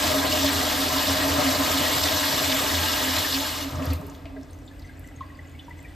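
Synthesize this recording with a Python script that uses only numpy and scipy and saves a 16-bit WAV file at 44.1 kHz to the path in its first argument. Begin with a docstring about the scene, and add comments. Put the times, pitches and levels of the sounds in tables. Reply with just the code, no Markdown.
"""A flush-valve toilet in a small tiled restroom, heard from just above the bowl.
Rim jets hiss and spatter; the churning pool makes the air in the drain and bowl boom.
The valve shuts, the siphon breaks with a few gulps, and a thin trickle drips into the pool.
Ventilation rumbles faintly throughout."""
import sys
import numpy as np
from scipy import signal
from scipy.fft import rfft, irfft, next_fast_len
from scipy.io import wavfile
from scipy.ndimage import uniform_filter1d

SR = 44100
rng = np.random.default_rng(int(sys.argv[2]) if len(sys.argv) > 2 else 0)


def to_wav(s):
    """Save 16-bit WAV."""
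    ch = np.atleast_2d(s).T  # columns
    pcm = np.round(np.clip(ch, -1, 1) * 32767)  # PCM
    wavfile.write(sys.argv[1], SR, pcm.astype(np.int16))


N = 262383
N_FFT = 2 * next_fast_len(N // 2 + SR // 8, True)
TIME, HZ = np.arange(N) / SR, np.fft.rfftfreq(N_FFT, 1 / SR)

# flow: stutter, steady rush, valve closing, last spurt (time [s], jet hiss [dB], pool churn [dB])
FLOW = [(0, -25.5, -28), (.22, -27.5, -28.5), (.27, -29.5, -26), (.34, -27, -30.5), (.55, -27, -28.5),
        (.66, -27.5, -30), (.85, -26.5, -30), (1.4, -27, -27), (2.05, -26, -30.5), (3.14, -27, -32.5),
        (3.38, -28.5, -36.5), (3.61, -32.5, -36.5), (3.73, -42, -38.5), (3.8, -43, -33.5),
        (3.91, -41, -36.5), (3.97, -54, -41.5), (4.22, -59, -51)]
# bowl resonances over still water (centre [Hz], width [Hz], lift [dB])
STILL_BOWL = [(1625, 53, 7), (2000, 77, 8), (2570, 40, 5), (3485, 55, 6), (4730, 90, 9)]


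def from_db(db):
    return 10 ** (np.asarray(db) / 20)


def unit(x):
    """Scales to rms 1."""
    return x / np.sqrt(np.mean(abs(x) ** 2) + 1e-20)


def add(mix, time_s, sound):
    """Mixes a sound in at time_s."""
    part = mix[max(round(time_s * SR), 0):][:len(sound)]
    part += sound[:len(part)]


def over_hz(table, hz):
    """Value columns of a table, interpolated over log frequency."""
    knots_hz, *columns = np.transpose(table)
    return [np.interp(np.log(hz + 1), np.log(knots_hz + 1), c) for c in columns]


def flow_gains(fade_db_per_s):
    """Hiss and churn gains; both fade after the last row of FLOW."""
    times_s, *columns = np.transpose(FLOW)
    fade_db = fade_db_per_s * np.maximum(TIME - times_s[-1], 0)
    return [from_db(np.interp(TIME, times_s, c) - fade_db) for c in columns]


def swell_power(table):
    """Summed power of Gaussian swells."""
    return sum(from_db(db) ** 2 * np.exp(-(2 * (TIME - crest_s) / width_s) ** 2)
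               for crest_s, db, width_s in table)


def filtered(x, gain):
    """Applies one gain per frequency."""
    return irfft(rfft(x, N_FFT) * gain, N_FFT)[..., :N]


def shaped(x, spectrum, lift_db=0):
    """Colours a sound by a spectrum table; rms 1."""
    return unit(filtered(x, from_db(over_hz(spectrum, HZ)[0] + lift_db)))


def peaks_db(table):
    """Peaks and dips of a set of resonances."""
    return sum(db / (1 + (2 * (HZ - hz) / width_hz) ** 2) for hz, width_hz, db in table)


def bowl_db():
    """Colour that the porcelain bowl gives to the flush."""
    # bowl resonances (centre [Hz], width [Hz], lift [dB])
    modes = [(502, 10.5, 9.5), (632, 110, 9), (743, 23.5, 6.5), (783, 19, -9.5), (1033, 27, 5.5),
             (1255, 36, 6), (1400, 87, -1), (1624, 113, 7.5), (1903, 59, 8), (2615, 360, -3.5),
             (2930, 62, 5)]
    return peaks_db(modes)


def tiled_room(x, wet_db, colour_db=0):
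    """Direct sound in row 0, dense tile reflections in both rows; treble dies first."""
    # room decay (frequency [Hz], t60 [s])
    decay = [(100, 0.99), (1000, 0.96), (2000, 0.49), (6000, 0.41), (15000, 0.54)]
    taps = rng.standard_normal((2, SR // 2)) * (rng.random((2, SR // 2)) < 0.08)
    taps[:, :SR // 250] = 0  # 4 ms pre-delay
    hz, t, bins = signal.stft(taps, SR, nperseg=256)
    t60_s = over_hz(decay, hz)[0][:, None]
    tail = signal.istft(bins * from_db(-60 * t / t60_s), SR, nperseg=256)[1]
    tail /= np.linalg.norm(tail[0])
    wet = signal.fftconvolve(filtered(x, from_db(colour_db))[None], tail, axes=1)[:, :N]
    return np.array([x, np.zeros(N)]) + from_db(wet_db) * wet


def turbulence(patchy_db, flicker_db, surge_db):
    """Two noises sharing time-frequency patches, fast flicker and slow surges; rms 1."""
    bins = signal.stft(rng.standard_normal((2, N)), nperseg=256, noverlap=192)[2]
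    patches = uniform_filter1d(rng.standard_normal(bins.shape[1:]), size=14, axis=1)
    patches = uniform_filter1d(patches, size=7, axis=0)
    flicker, surge = rng.standard_normal((2, bins.shape[2]))
    field_db = (patchy_db * unit(patches)
                + flicker_db * unit(uniform_filter1d(flicker, size=5))
                + surge_db * unit(uniform_filter1d(surge, size=30, mode="wrap")))
    return unit(signal.istft(bins * from_db(field_db), nperseg=256, noverlap=192)[1][:, :N])


def spatter(per_s, spread_db):
    """Droplet impacts of random size, each about 1 ms of crackle; rms 1."""
    hits = rng.random(N) < per_s / SR
    clicks = hits * from_db(spread_db * np.minimum(rng.exponential(1, N), 4))
    power = signal.lfilter([1], [1, -np.exp(-1 / 30)], clicks ** 2)
    return unit(np.sqrt(power) * rng.standard_normal((2, N)))


def splash(hz, width, decay_s):
    """Decaying burst of band noise; width is a fraction of hz."""
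    t, bin_hz = np.arange(2048) / SR, np.fft.rfftfreq(2048, 1 / SR)
    band = np.exp(-(np.log((bin_hz + 1) / hz) / width) ** 2)
    return unit(irfft(rfft(rng.standard_normal(len(t))) * band)) * np.exp(-t / decay_s)


def slaps(per_s, low_hz, high_hz, spread_db):
    """Lumps of water hit the bowl, each a brief burst at its own pitch; rms 1."""
    out = np.zeros(N)
    for when, size, pitch in rng.random((1200, 3))[:int(per_s * N / SR)]:
        burst = splash(low_hz * (high_hz / low_hz) ** pitch, width=0.15, decay_s=0.0088)
        add(out, when * N / SR, from_db(-spread_db * np.sqrt(size)) * burst)
    return unit(filtered(tiled_room(out, wet_db=-2.5), from_db(bowl_db() / 2)))


def rim_jets():
    """Jets hiss, slap and spurt; the thinning sheet of water breaks into droplets."""
    # jet spectrum (frequency [Hz], level [dB])
    jet_spectrum = [(300, -50), (800, 1.5), (1500, -3), (2500, -1.5), (3400, 1.5), (4600, 1), (6800, -4),
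                    (9000, -4.5), (13000, -5.5), (15600, -8.5)]
    # spurt spectrum (frequency [Hz], level [dB])
    spurt_spectrum = [(1000, -40), (2600, -2), (3500, 2), (5200, -1), (7000, -13), (15000, -12)]
    # jet spurts (crest [s], level [dB], width [s])
    spurts = [(.333, -24.5, 0.021), (.43, -29, 0.09), (.98, -27.5, 0.017), (1.71, -28, 0.026),
              (2.04, -29, 0.028), (2.095, -28, 0.05), (2.385, -25, 0.02), (2.52, -29, .025),
              (3.165, -24, 0.0099), (3.35, -29.5, 0.063)]
    hiss, _ = flow_gains(fade_db_per_s=43)
    sheet_share = np.sqrt(hiss / hiss.max())
    rush = turbulence(patchy_db=2, flicker_db=0.33, surge_db=0.4)
    rush += from_db(-7.5) * spatter(per_s=810, spread_db=1)
    thin = turbulence(patchy_db=3.5, flicker_db=2, surge_db=7)
    thin += from_db(-19) * spatter(per_s=140, spread_db=5)
    water = np.sqrt(sheet_share) * from_db(1.25) * shaped(rush, jet_spectrum, bowl_db())
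    water += np.sqrt(1 - sheet_share) * from_db(-4) * shaped(thin, jet_spectrum, bowl_db())
    water += from_db(-9.5) * slaps(per_s=190, low_hz=1734, high_hz=5530, spread_db=10)
    spray = shaped(turbulence(patchy_db=3.5, flicker_db=4, surge_db=-0.3), spurt_spectrum, bowl_db())
    return hiss * water + np.sqrt(swell_power(spurts)) * spray


def bubble(hz, t60_s, glide, rise_s=0.004):
    """A trapped bubble swells in and rings; its pitch settles from hz * (1 + glide) to hz."""
    t = np.arange(SR // 12) / SR
    envelope = (1 - np.exp(-(t / rise_s) ** 2)) * from_db(-60 * t / t60_s)
    pitch_hz = hz * (1 + glide * np.exp(-t / 0.0019))
    return envelope / envelope.max() * np.sin(2 * np.pi * np.cumsum(pitch_hz) / SR)


def bubbles(start_s, per_s, low_hz, high_hz, t60_cycles, spread_db):
    """Bubbles of random size from start_s on, each gliding up or down."""
    out, span_s = np.zeros(N), N / SR - start_s
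    for when, size, pitch, bend in rng.random((1500, 4))[:int(per_s * span_s)]:
        hz = low_hz * (high_hz / low_hz) ** pitch
        plink = bubble(hz, t60_s=t60_cycles / hz, glide=0.44 * bend - 0.12, rise_s=2 / hz)
        add(out, start_s + when * span_s, from_db(-spread_db * np.sqrt(size)) * plink)
    return out


def pool():
    """Water tumbles and gurgles in the resonant bowl; the jets whip up bright froth."""
    # tumbling water (frequency [Hz], level [dB])
    tumble_spectrum = [(35, -38), (100, -1), (128, 1.5), (215, -2.5), (350, -4.5), (620, -0.5), (1100, 1),
                       (1600, -11), (2600, -9.5), (6000, -54), (15000, -36)]
    hiss, churn = flow_gains(fade_db_per_s=25)
    tumble = shaped(turbulence(patchy_db=1.5, flicker_db=0.5, surge_db=0.9), tumble_spectrum, bowl_db())
    gurgle = bubbles(start_s=0, per_s=130, low_hz=658, high_hz=2353, t60_cycles=26, spread_db=17)
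    froth = bubbles(start_s=0, per_s=28, low_hz=1627, high_hz=4880, t60_cycles=18, spread_db=18)
    gurgle = unit(tiled_room(gurgle, wet_db=5, colour_db=bowl_db()))
    froth = unit(tiled_room(froth, wet_db=3.5))
    return churn * (from_db(-0.86) * tumble + from_db(-9.5) * gurgle) + hiss * from_db(-16.5) * froth


def churn_drive():
    """Pool churn relative to full flow (-29 dB)."""
    return flow_gains(fade_db_per_s=24)[1] / from_db(-29)


def sloshing(rate_hz, depth_db):
    """Uneven throb of heaving water, as a gain of rms 1."""
    rate, phase = rng.random((2, 8, 1))
    heave = np.sin(2 * np.pi * (rate_hz * (0.5 + rate) * TIME + phase)).sum(0)
    return unit(from_db(depth_db * np.tanh(unit(heave))))


def air_resonance(spectrum, evenness):
    """Turbulence keeps a resonance sounding; evenness (0-1) smooths its slow beating."""
    noise = shaped(rng.standard_normal((2, N)), spectrum)
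    power = uniform_filter1d(noise[0] ** 2, size=5000)
    return unit(noise / (power + 1e-3) ** (evenness / 2))


def drain_air():
    """Air in the drain rumbles with the churn, thuds with slugs of water and idles during refill."""
    # drain air resonance (frequency [Hz], level [dB])
    spectrum = [(55, -32), (72, -25), (79, 9), (83.5, 24), (88, 9.5), (96, 7), (108, -36), (125, -42.5)]
    # slugs of water (crest [s], level [dB], width [s])
    slugs = [(.47, -27, 0.054), (1.1, -35, .08), (1.35, -33, 0.16), (1.78, -29.5, 0.08), (2.06, -33, 0.067),
             (2.78, -29.5, 0.13), (3.16, -30.5, 0.079), (3.78, -30, 0.068), (3.918, -21.5, 0.07)]
    settle_s, settle_db_per_s = 5.5, 4.5
    refill = from_db(-43 - settle_db_per_s * np.maximum(TIME - settle_s, 0))
    rumble = np.hypot(from_db(-36.5) * churn_drive(), refill) * sloshing(rate_hz=6, depth_db=3.5)
    return np.sqrt(rumble ** 2 + swell_power(slugs)) * air_resonance(spectrum, evenness=0.86)


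def ringing(hz, wander_hz):
    """Near-pure resonance whose pitch drifts as the water level heaves."""
    drift = unit(filtered(rng.standard_normal(N), np.exp(-(HZ / 6) ** 2)))
    tone = unit(np.sin(2 * np.pi * np.cumsum(hz + wander_hz * drift) / SR))
    return np.array([tone, np.zeros(N)])


def bowl_air():
    """Air in the bowl booms; surges make it ring purely, hard churning adds a hollow overtone."""
    # first air resonance (frequency [Hz], level [dB])
    boom_spectrum = [(200, -54), (232, -37), (245, -7), (255, -9.5), (263, -14.5), (272, 0), (287, -5.5),
                     (305, -7.5), (325, -14.5), (380, -54)]
    # second air resonance (frequency [Hz], level [dB])
    overtone_spectrum = [(520, -28), (585, -3), (604, 2), (613, 18), (630, -6.5), (662, -23), (740, -36)]
    # pool surges (crest [s], level [dB], width [s])
    surges = [(.18, -27, 0.059), (.33, -41, 0.069), (.455, -25.5, 0.06), (.82, -34, 0.045),
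              (.97, -28, 0.03), (1.12, -28, 0.055), (1.27, -32.5, 0.19), (1.48, -23, 0.045),
              (1.61, -25, 0.027), (1.76, -27, 0.046), (2.53, -29.5, 0.044), (3.09, -32, 0.075),
              (3.37, -29, 0.054), (3.67, -31, 0.04), (3.83, -28.5, 0.026), (3.92, -28, 0.025),
              (4.27, -45, 0.036), (4.34, -39.5, 0.049), (4.395, -36, 0.034)]
    drive, refill = churn_drive(), from_db(-50)
    boom = np.hypot(from_db(-33.5) * drive ** 0.78, refill) * sloshing(rate_hz=6, depth_db=1)
    power = boom ** 2 + swell_power(surges)
    roughness = np.clip(boom ** 2 / power, 0, 1)
    rough = roughness * air_resonance(boom_spectrum, evenness=0.58)
    pure = np.sqrt(1 - roughness ** 2) * ringing(hz=272.7, wander_hz=4.564)
    hollow = from_db(-5.5) * boom * np.minimum(drive, 1) ** 0.41
    return np.sqrt(power) * (rough + pure) + hollow * air_resonance(overtone_spectrum, evenness=0.53)


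def ventilation():
    """Steady low noise of the room ventilation."""
    # ventilation noise (frequency [Hz], level [dB])
    spectrum = [(20, -30), (32, -13), (44, -1.5), (58, 1), (100, -13), (140, -4.5), (210, -21), (450, -21),
                (700, -20.5), (1200, -34), (4000, -56), (15000, -88)]
    return from_db(-46) * shaped(rng.standard_normal((2, N)), spectrum)


def glugs():
    """Collapsing air pockets ring the bowl's overtone, each at a slightly different pitch."""
    # collapses (crest [s], level [dB])
    collapses = [(.108, -24), (.167, -30), (.255, -39), (.338, -29), (.447, -25.5), (.607, -29.5),
                 (.676, -30), (.763, -38), (.934, -31.5), (1.156, -29), (1.2, -30), (1.26, -31),
                 (1.397, -25), (1.492, -35.5), (1.604, -28), (1.668, -30), (2.038, -31), (2.128, -31),
                 (2.414, -35.5), (2.507, -32), (2.555, -34), (2.955, -32)]
    width_s = 0.021
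    power = swell_power([(crest_s, db, width_s) for crest_s, db in collapses])
    return np.sqrt(power) * ringing(hz=626, wander_hz=10)


def bursts():
    """Large bubbles pop in the churn, rising in pitch, each in a puff of spray."""
    # pops (time [s], peak [dB], pitch [Hz])
    pops = [(.227, -25, 1630), (.487, -26, 1890), (.605, -24, 1945), (.958, -24.5, 1036),
            (1.215, -24, 1900), (1.537, -30, 980), (1.865, -24, 1930), (2.053, -21, 1960),
            (2.17, -24.5, 1044), (2.236, -26, 1910), (2.239, -26, 1650), (2.59, -23, 1243),
            (3.244, -25, 1800)]
    out = np.zeros(N)
    for time_s, db, hz in pops:
        add(out, time_s, from_db(db) * bubble(hz, t60_s=0.042, glide=-0.15))
        add(out, time_s, from_db(db - 8) * splash(hz, width=0.41, decay_s=0.01))
    return tiled_room(out, wet_db=-6)


def gulps():
    """The siphon breaks: air pockets pass the trap, sagging in pitch as they grow."""
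    # air pockets (time [s], peak [dB], pitch [Hz], length [s])
    pockets = [(3.713, -31, 124, 0.05), (3.775, -29.5, 148, 0.034), (3.79, -40, 624, 0.066),
               (3.79, -40, 1144, .03), (3.866, -26, 120, 0.024), (3.886, -28, 91, 0.065),
               (3.992, -32.5, 164, 0.024), (4.017, -41, 404, 0.059), (4.068, -47, 889, 0.057),
               (4.248, -39.5, 662, 0.025), (4.255, -40, 280, 0.047), (4.355, -41.5, 632, 0.047),
               (4.36, -41, 418, 0.025)]
    out = np.zeros(N)
    for time_s, db, hz, length_s in pockets:
        progress = np.arange(0, length_s, 1 / SR) / length_s
        cycles = np.cumsum(hz * (1 + 0.18 * (0.5 - progress))) / SR
        add(out, time_s, from_db(db) * np.sin(np.pi * progress) * np.sin(2 * np.pi * cycles))
    return tiled_room(out, wet_db=-8)


def spits():
    """Spray hits the porcelain: high spits are sharp wide-band ticks, low ones last longer."""
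    # spray hits (time [s], relative level [dB], centre [Hz])
    hits = [(3.755, -27, 5670), (3.823, -29, 2560), (3.8557, -20, 12000), (3.865, -25, 4600),
            (3.903, -23.5, 4500), (3.924, -27, 2460), (3.9331, -14.5, 12500), (3.933, -30, 4500),
            (4.012, -35, 8000), (4.0668, -25, 14000), (4.0973, -32.5, 7000), (4.15, -42, 3600),
            (4.256, -33.5, 2480), (4.256, -39, 4000), (4.432, -42, 5800), (4.498, -46, 3700),
            (4.56, -45, 11000), (4.677, -40, 3750), (4.794, -40, 5000), (4.795, -40, 11000),
            (4.821, -42, 4100), (4.874, -45, 4300), (4.9946, -30, 12500), (5.074, -38, 8500),
            (5.208, -41, 3200), (5.591, -38, 3270)]
    out = np.zeros(N)
    for time_s, db, hz in hits:
        add(out, time_s, from_db(db) * splash(hz, width=np.sqrt(hz / 45000), decay_s=32 / hz))
    return from_db(-10.5) * tiled_room(out, wet_db=-7.5)


def drips():
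    """Drops splash into the pool and trap ringing bubbles; the bowl colours their echo."""
    # drops, and the quick echo of one low plop
    # (time [s], relative peak [dB], pitch [Hz], initial pitch excess [fraction])
    plinks = [(4.362, -44, 1950, 0.15), (4.364, -41, 1614, 0.072), (4.678, -49, 3650, 0.12),
              (4.711, -44.5, 1730, 0.12), (4.795, -50, 1980, 0.058), (4.843, -43, 1980, 0.28),
              (4.889, -44, 2100, 0.09), (4.892, -43, 1610, 0.04), (5.042, -43, 1970, 0.034),
              (5.084, -44, 1970, 0.21), (5.184, -44, 1965, 0.19), (5.207, -25, 1060, 0.28),
              (5.223, -41, 1940, 0.15), (5.299, -42.5, 1900, 0.32), (5.388, -34, 1950, 0.071),
              (5.449, -44, 1995, 0.095), (5.547, -43, 2220, 0.05), (5.591, -39.5, 2990, 0.225),
              (5.594, -41, 3460, 0.024), (5.68, -33.5, 960, 0), (5.707, -40, 970, 0.15),
              (5.706, -36, 1976, 0.0033), (5.792, -43, 2010, 0.3), (5.845, -40, 2320, 0.22),
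              (5.852, -39, 1900, 0.011), (5.904, -46, 1930, 0.059)]
    out = np.zeros(N)
    for time_s, db, hz, glide in plinks:
        add(out, time_s, from_db(db) * bubble(hz, t60_s=0.042, glide=glide))
        add(out, time_s, from_db(db - 13) * splash(hz, width=0.17, decay_s=0.012))
    return from_db(-2.5) * tiled_room(out, wet_db=-10.5, colour_db=peaks_db(STILL_BOWL))


def droplets(start_s, per_s, spread_db):
    """Tiny soft-edged splashes at 3.5-9 kHz."""
    out, span_s = np.zeros(N), N / SR - start_s
    for when, size, pitch in rng.random((600, 3))[:int(per_s * span_s)]:
        drop = splash(3500 + 5500 * np.sqrt(pitch), width=0.054, decay_s=0.0068)
        attack = 1 - np.exp(-np.arange(len(drop)) / SR / 0.002)
        add(out, start_s + when * span_s, from_db(-spread_db * np.sqrt(size)) * attack * drop)
    return out


def trickle():
    """A water film hisses and ticks down the bowl; after the flush it sheds bubbles and droplets."""
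    # film on porcelain (frequency [Hz], level [dB])
    film_spectrum = [(300, 1), (700, 0), (1300, -5), (2000, -4.5), (3000, -11.5), (4700, -17), (6000, -45),
                     (8500, -13), (12000, -36), (15500, -49)]
    still_db = peaks_db(STILL_BOWL)
    film = from_db(-57) * shaped(rng.standard_normal((2, N)), film_spectrum, still_db)
    plinks = bubbles(start_s=4.7, per_s=190, low_hz=1450, high_hz=3100, t60_cycles=20, spread_db=14)
    sparkle = droplets(start_s=4.4, per_s=80, spread_db=22)
    plinks = from_db(-47) * tiled_room(plinks, wet_db=-0.5, colour_db=still_db)
    sparkle = from_db(-48) * tiled_room(sparkle, wet_db=-9)
    ticks = from_db(-69.5) * spatter(per_s=110, spread_db=5)
    return film + plinks + sparkle + ticks


def standing_waves(x, ripple_db):
    """Sound trapped between hard walls gains narrow, steady peaks and dips."""
    # stall modes (centre [Hz], width [Hz], lift [dB])
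    modes = [(404, 14, 11), (680, 24, -4), (838, 14, -5), (877, 14, 6.5), (1290, 14, -7), (1316, 16, 7),
             (2520, 20, -4), (2562, 22, 7), (3279, 24, 5), (3490, 24, 3), (4087, 44, 3.5)]
    ripple = unit(uniform_filter1d(rng.standard_normal(len(HZ)), size=160))
    ripple_gain = unit(from_db(ripple_db * ripple * HZ / (HZ + 900)))
    return filtered(x, ripple_gain * from_db(peaks_db(modes)))


def stereo(pair):
    """Spreads mid and side into left and right; in the top octaves the two channels turn in and out of phase."""
    # stereo field (frequency [Hz], coherence [0-1], left lead [rad], left minus right [dB])
    field = [(95, 1, 0, 0), (160, .7, 0, -.5), (275, .94, 0, -2.6), (450, .75, 0, 0), (620, .6, .4, 3.5),
             (850, .35, 0, 0), (1150, .65, .4, 0), (1750, .6, -.6, 1), (2400, .72, .5, 2.5),
             (3200, .84, .5, 1.5), (3700, .98, 0, 0), (4900, .98, 0, 0), (5700, .72, -.7, 1.8),
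             (7000, .97, 0, 0), (8400, .72, -1.3, 0), (9500, .98, -3, 0), (10500, .98, -3.2, 0),
             (11200, .72, -4.5, 0), (12000, .97, -6.2, 0), (13400, .97, -6.4, 0), (14200, .65, -7.8, 0),
             (14900, .95, -9.4, 0)]
    coherence, lead_rad, balance_db = over_hz(field, HZ)
    mid, side = filtered(pair, np.sqrt([(1 + coherence) / 2, (1 - coherence) / 2]))
    left = filtered(mid + side, from_db(balance_db / 2))
    right = filtered(mid - side, from_db(-balance_db / 2) * np.exp(-1j * lead_rad))
    return np.array([left, right])


def scene():
    """One flush over the ventilation, in stereo."""
    background = ventilation()
    water = standing_waves(rim_jets() + pool() + trickle(), ripple_db=2)
    air = drain_air() + bowl_air()
    return stereo(background + water + air + glugs() + bursts() + gulps() + spits() + drips())


def record(dry):
    """Steep low-pass at 15.72 kHz."""
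    taps = signal.firwin(801, 15720, window=("kaiser", 9), fs=SR)
    return signal.oaconvolve(dry, taps[None], "same", axes=1)


dry = scene()
out = record(dry)
to_wav(out)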